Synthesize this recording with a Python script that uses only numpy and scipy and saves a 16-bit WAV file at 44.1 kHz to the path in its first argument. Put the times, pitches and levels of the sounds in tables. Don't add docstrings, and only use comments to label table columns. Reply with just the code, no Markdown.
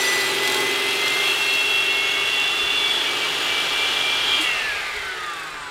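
import sys
import numpy as np
from scipy import signal
from scipy.io import wavfile
from scipy.ndimage import uniform_filter1d

SR = 44100
rng = np.random.default_rng(int(sys.argv[2]) if len(sys.argv) > 2 else 0)


def dump_mix(stems):
    frames = np.atleast_2d(stems).T
    limited = np.clip(frames, -1, 1)
    pcm = np.round(limited * 32767).astype(np.int16)
    wavfile.write(sys.argv[1], SR, pcm)


def level_to_linear(level):
    exponent = np.asarray(level, float) / 20
    return 10 ** exponent


N = 251414
TIME = np.arange(N) / SR
SWITCH_S = 4.405


def evened(x):
    return x / np.sqrt(np.mean(x ** 2) + 1e-20)


def played(rows):
    s, *columns = np.transpose(rows)
    return [np.interp(TIME, s, c) for c in columns]


def curve(times, values):
    return np.interp(TIME, times, values)


def drift(per_s):
    b, a = signal.butter(2, per_s, fs=SR / 32)
    coarse = signal.lfilter(b, a, rng.standard_normal(N // 32 + 2000))[1990:]
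    return np.interp(np.arange(N) / 32, np.arange(len(coarse)), evened(coarse))


def resonate(x, hz, width):
    turn = np.exp(2j * np.pi * np.cumsum(hz * np.ones(N)) / SR)
    r = np.exp(-np.pi * width / SR)
    smooth = signal.lfilter([(1 - r) ** 2], [1, -2 * r, r * r], x / turn)
    return 2 * (turn * smooth).real


def rung(modes, wander_db):
    out = 0
    for hz, width, db in modes:
        ringing = evened(resonate(rng.standard_normal(N), hz, width))
        out = out + level_to_linear(db + wander_db * drift(2.8)) * ringing
    return out


def noise(points, patchy_db, scale=1):
    frames, hz = N // 256 + 5, np.fft.rfftfreq(1024, 1 / SR)
    re, im, patches = rng.standard_normal((frames, 513, 3)).T
    patches = uniform_filter1d(patches, size=10, axis=0)
    patches = evened(uniform_filter1d(patches, size=12, axis=1))
    stretch = np.interp(np.arange(frames) * 256, np.arange(N), scale * np.ones(N))
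    f, db = np.transpose(points)
    colour_db = np.interp(np.log((hz[:, None] + 1) / stretch), np.log(f), db, -90, -90)
    z = (re + 1j * im) * level_to_linear(colour_db + patchy_db * patches)
    z /= np.sqrt((level_to_linear(colour_db) ** 2).mean(axis=0))
    return evened(signal.istft(z, nperseg=1024, noverlap=768)[1][:N])


def tone(turns, db, waver_db, jitter):
    loudness = np.sqrt(2) * level_to_linear(db + waver_db * drift(16.5))
    return loudness * np.sin(2 * np.pi * turns + jitter * drift(10.2))


def swell(hz, modes):
    power = sum(level_to_linear(db) ** 2 / (1 + (2 * (hz - f) / width) ** 2) ** 2 for f, width, db in modes)
    return np.sqrt(power)


def speed():
    # (time [s], rim segment rate [Hz])
    driven = [(0, 1983), (.3, 1994), (.6, 2020), (1.2, 2098), (1.8, 2158), (2.1, 2190), (2.7, 2261),
              (3, 2291), (3.3, 2314), (3.9, 2351), (4.4, 2378)]
    coast_from_hz, drag_hz, drag_per_s = 2332, 825.9, .2336
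    since = (TIME - SWITCH_S).clip(-.03)
    coast = drag_hz * np.tan(np.arctan(coast_from_hz / drag_hz) - drag_per_s * since)
    return np.minimum(played(driven)[0], coast)


def level(rim_hz, free_db, contact_db, share, octave_db):
    # (time [s], contact with the stone [0-1], motor load [dB])
    cut = [(0, 1, 1), (.4, 0.73, -0.5), (.55, 0.78, 0), (.76, 0.6, -.5), (1.27, 0.64, 0), (1.55, 0.7, -1.5),
           (1.95, 0.4, -2), (2.7, 0.22, -2), (3.4, 0.2, -1), (3.75, 0.14, -1), (4.38, 0, -1)]
    contact, load_db = played(cut)
    lost = np.log2(np.maximum.accumulate(rim_hz) / rim_hz)
    return level_to_linear(free_db + contact_db * contact + share * load_db - octave_db * lost)


def rim_whine(blade, rim_hz):
    # (frequency [Hz], width [Hz], level [dB])
    pulling_modes = [(1987, 12, -25), (2008, 12, -28), (2027, 22, -27), (2053, 20, -30.5),
                     (2079, 12, -26.5), (2090, 12, -28), (2099.5, 8, -26.5), (2128, 24, -36),
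                     (2152, 24, -38), (2182, 26, -29.5), (2200, 16, -31), (2226, 14, -36), (2261, 8, -37),
                     (2278, 11, -31), (2299, 8, -31.5), (2309.5, 4, -29), (2330, 9, -29), (2339, 5, -33),
                     (2346.5, 8, -28), (2361, 12, -27), (2375, 6, -29.5)]
    # (frequency [Hz], width [Hz], level [dB])
    coasting_modes = [(1220, 160, -46), (1505, 70, -32.5), (1680, 140, -40.5), (2200, 300, -33)]
    # (frequency [Hz], width [Hz], level [dB])
    overtones = [(3986, 20, -40.5), (4025, 40, -43), (4158, 56, -38), (4215, 14, -41), (4256, 30, -41),
                 (4360, 70, -46), (4562, 12, -40), (4595, 16, -46), (4630, 12, -43.5), (4750, 10, -45),
                 (5958, 24, -34.5), (6330, 40, -48), (6570, 40, -43), (6960, 90, -50)]
    pulling = TIME < SWITCH_S + .02
    rim = np.where(pulling, swell(rim_hz, pulling_modes), swell(rim_hz, coasting_modes))
    out = rim * tone(45 * blade, 1.3, .8, .25)
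    out += swell(2 * rim_hz, overtones) * tone(90 * blade, np.where(pulling, 2.5, -10), 2.5, .9)
    out += swell(3 * rim_hz, overtones) * tone(135 * blade, np.where(pulling, 0, -14), 2.5, .8)
    return out


def whistles():
    # (time [s], clear whistle [Hz], hoarse whistle [Hz])
    pitches = [(0, 2650, 3230), (.75, 2676, 3245), (1.1, 2688, 3293), (1.7, 2713, 3312), (2.1, 2729, 3355),
               (2.6, 2746, 3445), (2.8, 2754, 3438), (3.1, 2758, 3345), (3.85, 2770, 3350),
               (4.38, 2790, 3250), (4.52, 2725, 3300), (4.8, 2670, 3400)]
    # (time [s], clear whistle [dB], hoarse whistle [dB])
    levels = [(0, -54, -38), (.5, -61, -30.5), (.8, -36.5, -32.5), (1.2, -30, -28.5), (1.32, -23.5, -27),
              (1.37, -30, -31), (1.43, -22, -29), (1.95, -24, -26.5), (2.16, -28.5, -30), (2.3, -25.5, -29),
              (2.8, -28, -25), (2.95, -38, -23.5), (3.07, -35, -26.5), (3.2, -34, -35), (3.8, -33, -27.5),
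              (4.2, -38, -27), (4.3, -38, -23), (4.4, -30, -26), (4.5, -26, -35), (4.64, -34, -40),
              (4.8, -49, -61)]
    clear_hz, hoarse_hz = played(pitches)
    clear_db, hoarse_db = played(levels)
    breakup = curve([2.97, 3.07], [0, 1])
    idling = curve([2.95, 3.1, 4.33, 4.42], [0, 1, 1, 0])
    core_turns = np.cumsum(hoarse_hz + 14 * drift(40)) / SR
    core = tone(core_turns, hoarse_db - 2 - 18 * breakup, 1.2, .5)
    clear = (1 - idling) * tone(np.cumsum(clear_hz) / SR, clear_db, 1.1, .5)
    clear += idling * level_to_linear(clear_db) * evened(resonate(rng.standard_normal(N), clear_hz, 170))
    air = rng.standard_normal(N)
    skirt = (1 - breakup) * evened(resonate(air, hoarse_hz, 200))
    skirt += breakup * evened(resonate(air, hoarse_hz, 260))
    return clear + core + level_to_linear(hoarse_db - 4 + 3 * breakup) * skirt


def rubbing(blade, rim_hz):
    # (time [s], depth [0-1], lead [radians])
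    throb = [(0, .1, 0), (.3, .15, .2), (.42, .1, -.1), (.62, .1, .3), (.68, .35, .5), (1.1, .33, 1.8),
             (1.45, .2, 1.5), (1.75, .35, 2), (2.2, .3, 1.8), (2.45, .6, 1.3), (2.65, .15, 1.8),
             (3.4, .33, 1.9), (3.75, .08, 1.2), (4.75, .18, -.5), (4.9, .2, -.3), (4.95, 0, -.3),
             (5.7, 0, .5)]
    # (time [s], strength [times the steady hiss])
    rubs = [(.431, .5), (.451, 0.58), (.4745, 1.6), (.4975, 0.82), (.52, 1), (.543, 0.61), (.565, .5),
            (.604, .7), (1.078, .7), (1.274, 0.44), (1.536, 0.54), (4.832, .4), (4.881, .4), (4.935, 0.39),
            (4.9615, 1.4), (4.989, .9), (5.017, .8), (5.048, 1.2), (5.078, .6), (5.109, .4), (5.146, .4),
            (5.173, .7), (5.2, 1), (5.232, 1.4), (5.262, 1), (5.297, 1.1), (5.333, 1.2), (5.362, 1.1),
            (5.395, 1.7), (5.432, 1.5), (5.468, 1), (5.502, 1.1), (5.541, .5), (5.626, 0.3), (5.66, .4)]
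    depth, lead = played(throb)
    turn = (blade + (lead + 1.2 + 0.57 * drift(5.8)) / (2 * np.pi)) % 1
    high_spot = turn / .08 * np.exp(1 - turn / .08)
    rub = 1 + 1.44 * depth * (high_spot - .25) * level_to_linear(2.5 * drift(23))
    for s, strength in rubs:
        u = np.maximum(TIME - s, 0) * rim_hz / 45 / 0.088
        rub = rub + 1.32 * strength * u * np.exp(1 - u)
    return rub * level_to_linear(curve([4.9, 5, 5.5, 5.6], [1, -1.0, -1, -4.0]))


def disc_ring(gain):
    # (frequency [Hz], width [Hz], level [dB])
    deep = [(4000, 43, -4.5), (4190, 54, -6), (4290, 30, -5), (4770, 45, -2.5), (5960, 27, -10),
            (7450, 36, -1), (8340, 40, -11), (9320, 80, -8), (10500, 99, -11), (11700, 48, -16),
            (12300, 60, -16), (13000, 71, -12), (14600, 75, -13), (15400, 64, -20)]
    # (frequency [Hz], width [Hz], level [dB])
    leaving = [(3890, 35, 3), (4290, 35, -2), (5380, 110, -4), (5920, 60, -5), (7280, 80, -8),
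               (7644, 80, -8), (8340, 50, -6), (9400, 90, -7), (10385, 60, -8), (10635, 60, -10),
               (11720, 60, -12), (12300, 150, -15), (13110, 70, -10), (14600, 80, -6.5), (15480, 70, -9)]
    # (frequency [Hz], width [Hz], level [dB])
    bite = [(6350, 49, -8), (7700, 60, -11), (8950, 70, -14), (9440, 70, -11.5), (10250, 60, -10),
            (11400, 50, -9), (13065, 60, -8)]
    # (frequency [Hz], width [Hz], level [dB])
    idle = [(4640, 200, -8), (7040, 350, -6), (8100, 450, -8), (8550, 350, -10), (9520, 450, -13),
            (11900, 500, -17)]
    deep_db = curve([0, .25, .4, .55, .75], [-3, -2.0, -7.5, -10, -26])
    leaving_db = curve([.3, .6, 1.1, 1.3, 1.65, 1.9, 2.6], [-20, -10, -10, -7.5, -8.5, -18, -40])
    bite_db = curve([.36, .44, .66, .74, 1.0], [-32, -11, -6, -12, -13])
    idle_db = curve([1.7, 2.4, 4.4, 4.9, 5.7], [-10.5, -4.0, -2, 2, 8.5])
    ring = level_to_linear(deep_db) * rung(deep, 2.2) + level_to_linear(leaving_db) * rung(leaving, 1.5)
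    ring += level_to_linear(bite_db) * rung(bite, 2.4)
    return gain * ring + level_to_linear(idle_db) * rung(idle, 2.0)


def grit(blade, rim_hz):
    # (frequency [Hz], level [dB per Hz])
    hiss_colour = [(2500, -11.5), (3500, -0.5), (4500, -7), (7000, -12), (10000, -13.5), (13000, -19.5),
                   (15000, -23.5), (16000, -24)]
    rub = rubbing(blade, rim_hz)
    grains = level_to_linear(1.5 * drift(400))
    hiss = level_to_linear(6.5) * noise(hiss_colour, 0.47) * grains * rub
    ring_gain = level(rim_hz, free_db=0.78, contact_db=1.1, share=0.57, octave_db=2.5)
    ring = disc_ring(ring_gain) * abs(rub) ** 0.83
    return level(rim_hz, free_db=-43.5, contact_db=7, share=1, octave_db=14) * (hiss + ring)


def gear_mesh(blade, rim_hz):
    # (frequency [Hz], width [Hz], level [dB])
    pulling_modes = [(1720, 12, -37), (1880, 25, -48), (1860, 14, -44), (1880, 30, -50), (1960, 100, -39.5),
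                     (2060, 40, -44), (2160, 24, -52)]
    # (frequency [Hz], width [Hz], level [dB])
    coasting_modes = [(1000, 70, -41.5), (1215, 130, -33), (1370, 70, -38), (1520, 130, -39.5),
                      (1715, 170, -26), (2010, 170, -28.5)]
    mesh_hz = rim_hz * 40 / 45
    pulling = TIME < SWITCH_S + .02
    mesh = np.where(pulling, swell(mesh_hz, pulling_modes), swell(mesh_hz, coasting_modes))
    octave = tone(80 * blade, np.where(TIME < SWITCH_S, -47, -90), 3, .6)
    return mesh * tone(40 * blade, 0, 1.8, .7) + octave


def turn_knock(blade, rim_hz):
    # (frequency [Hz], width [Hz], level [dB])
    modes = [(145, 70, -53), (272, 50, -48), (395, 84, -35), (530, 50, -46.5), (625, 50, -47),
             (850, 22, -38), (910, 50, -45), (1076, 12, -42), (1640, 40, -43), (1855, 40, -46),
             (4240, 40, -43), (4730, 40, -43)]
    orders = list(range(1, 25)) + [40 / 7, 8.5, 37, 42, 96, 107]
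    bite_db = curve([0, .4, .62, .75, 1.1, 1.5, 2.6, 3.2, 4.4, 4.6],
                    [-2.5, -0.6, 2.0, -4, -4, -7.5, -9.0, -6.5, -12, -22.5])
    out = np.zeros(N)
    for k in orders:
        thirds_db = 1.37 * (k % 3 == 0) + 0.6 * (k == 8.5)
        out += swell(k * rim_hz / 45, modes) * tone(k * blade + rng.random(), bite_db + thirds_db, 2.1, 0.32)
    return out


def coasting_motor(blade, rim_hz):
    main_orders = [1, 2, 5, 6, 10, 14, 18, 20, 22, 48, 49, 50, 56, 106]
    # (frequency [Hz], width [Hz], level [dB])
    main_modes = [(150, 50, -59), (400, 200, -50), (850, 200, -52), (860, 70, -48), (2340, 400, -42),
                  (2200, 600, -51), (3400, 300, -48), (2860, 300, -56), (3600, 600, -53), (6900, 500, -68),
                  (7500, 2000, -60), (8000, 1800, -63), (8000, 500, -56), (15300, 800, -75)]
    # (order [times the motor rate], frequency [Hz], width [Hz],
    # level [dB])
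    further = [(3, 430, 60, -55), (8, 1250, 300, -43.5), (10.5, 1520, 120, -46), (9, 1380, 100, -49),
               (11, 1840, 200, -48), (13, 2000, 200, -50), (13, 2700, 250, -52), (14, 3270, 300, -48),
               (15.75, 4200, 500, -47), (15.75, 3150, 600, -48), (16, 2560, 450, -45.5),
               (16, 3000, 300, -49), (16, 3740, 300, -49), (19, 4300, 700, -50), (20, 3500, 350, -45),
               (20, 4200, 300, -54), (21, 3900, 800, -54), (22, 4350, 700, -55), (23.625, 4900, 500, -59),
               (24, 3430, 200, -58), (26, 3980, 300, -57), (28, 4680, 400, -62), (29, 4150, 250, -58),
               (32, 5950, 600, -62), (32, 4900, 400, -63), (35, 5300, 500, -65), (37, 6880, 500, -66),
               (41, 7000, 1400, -66), (42, 7200, 1300, -62), (44, 6290, 400, -69), (46, 7350, 900, -66),
               (47, 6800, 600, -66), (48, 8000, 600, -65), (51, 7650, 900, -64), (52, 7430, 400, -72),
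               (54, 8100, 800, -67), (55, 8100, 900, -69), (56, 9000, 1200, -63), (58, 8600, 900, -73),
               (62, 9200, 900, -73), (65, 9600, 1000, -73), (66, 9450, 500, -71), (66, 11000, 700, -73),
               (70, 10700, 700, -74), (72, 11000, 700, -76), (78, 11150, 700, -75), (85, 12600, 1400, -74)]
    coast_db = curve([4.4, 4.6], [-30, 1.5])
    pairs = list(zip(main_orders, main_modes)) + [(k, mode) for k, *mode in further]
    out = np.zeros(N)
    for k, mode in pairs:
        out += swell(k * rim_hz * 8 / 63, [mode]) * tone(k * blade * 40 / 7, coast_db, 2, .5)
    return out


def air_rush(rim_hz):
    # (frequency [multiple of the rim rate], level [dB])
    air_colour = [(.7, -19), (.95, -11), (1.1, -1.5), (1.25, 4.5), (1.42, 2), (1.55, -6.5), (2.1, -13.5),
                  (3.2, -23)]
    # (frequency [Hz], width [Hz], level [dB])
    guard = [(1524, 64, 13), (2050, 110, 13), (2145, 120, 11.5), (2820, 290, 3), (2800, 230, -34)]
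    rush = level(rim_hz, free_db=-21, contact_db=-5.5, share=0.76, octave_db=11.5)
    rush = rush * level_to_linear(-4.5) * noise(air_colour, 1.0, rim_hz)
    off_db = curve([4.5, 4.7], [0, -3])
    return rush + sum(level_to_linear(db - 14.5 + off_db) * resonate(rush, hz, width) for hz, width, db in guard)


def motor_roar(rim_hz):
    # (frequency [Hz], level [dB per Hz])
    roar_colour = [(29, -51), (50, -27), (211, -15.5), (385, -11), (502, -8), (812, -3.5), (1110, -6),
                   (1190, -1), (2230, -3.5), (2760, -6), (3270, -6), (3690, -6), (12300, -33.5),
                   (15600, -38)]
    # (frequency [Hz], width [Hz], level [dB])
    housing = [(865, 73, -17), (1200.3, 35, -12.5), (1636, 76, -16.5), (3540, 130, -34)]
    body = level_to_linear(8.5) * noise(roar_colour, 0.24) + level_to_linear(4.0) * rung(housing, 3.3)
    return level(rim_hz, free_db=-34, contact_db=-2.3, share=1.3, octave_db=10) * body


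def table_rumble(rim_hz):
    # (frequency [Hz], width [Hz], level [dB])
    table = [(165, 43, -15.5), (277.5, 21, -7), (341, 18, -5.5), (390.4, 29, -3), (453, 51, -8.5)]
    # (frequency [Hz], width [Hz], level [dB])
    frame = [(431, 45, -49), (144.3, 94, -57)]
    freed_db = curve([SWITCH_S, 4.55], [0, -12])
    rumble = level(rim_hz, free_db=-35.5, contact_db=-3.5, share=2.5, octave_db=11)
    rumble = rumble * level_to_linear(freed_db - 5.5) * evened(rung(table, 0.95))
    frame_db = curve([4.4, 4.75, 5.7], [-4, 0, -3])
    return rumble + level_to_linear(frame_db) * (TIME > SWITCH_S) * rung(frame, 1.3)


def switch():
    t = np.maximum(TIME - SWITCH_S, 0)
    u = np.maximum(TIME - SWITCH_S + .012, 0)
    sparks = evened(resonate(rng.standard_normal(N), 8000, 4000)) + .4 * rng.standard_normal(N)
    puff = level_to_linear(-42.5) * sparks * (t / 0.0068) * np.exp(1 - t / 0.017)
    thud = level_to_linear(-55.5) * np.sin(2 * np.pi * 150 * t) * (t / 0.046) * np.exp(1 - t / 0.053)
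    jolt = level_to_linear(-32) * np.sin(2 * np.pi * 315 * u) * (u / 0.0095) * np.exp(1 - u / 0.013)
    return puff + thud + jolt


def mains_hum():
    return tone(120 * TIME, np.where(TIME < SWITCH_S, -57.5, -90), 1.5, 0.2)


def breeze():
    # (frequency [Hz], level [dB per Hz])
    wind_colour = [(15, -6), (35, -1), (55, -5), (70, 0), (200, -57)]
    # (time [s], length [s], level [dB])
    gusts = [
        (.54, 0.63, -62),
        (1.98, 0.4, -57),
        (2.65, 0.18, -56),
        (3.7, 0.91, -55.5),
        (4.3, 0.33, -64),
        (4.7, 0.15, -54),
        (5.026, 0.13, -49),
        (5.3, .15, -61),
        (5.61, 0.14, -53.5),
    ]
    strength = level_to_linear(-81)
    for s, length, db in gusts:
        strength = strength + level_to_linear(db) * np.exp(-((TIME - s) / length) ** 2)
    return strength * level_to_linear(1.0 * drift(4.4)) * noise(wind_colour, 0.99)


def scene():
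    rim_hz = speed()
    blade = np.cumsum(rim_hz / 45) / SR
    saw = rim_whine(blade, rim_hz) + whistles() + grit(blade, rim_hz)
    saw += gear_mesh(blade, rim_hz) + turn_knock(blade, rim_hz) + coasting_motor(blade, rim_hz)
    saw += air_rush(rim_hz) + motor_roar(rim_hz) + table_rumble(rim_hz) + switch()
    return np.tile(saw + mains_hum() + breeze(), (2, 1))


def top_cut(x):
    return signal.sosfilt(signal.butter(12, 15740, fs=SR, output="sos"), x)


def record(dry):
    return top_cut(dry)


dry = scene()
out = record(dry)
dump_mix(out)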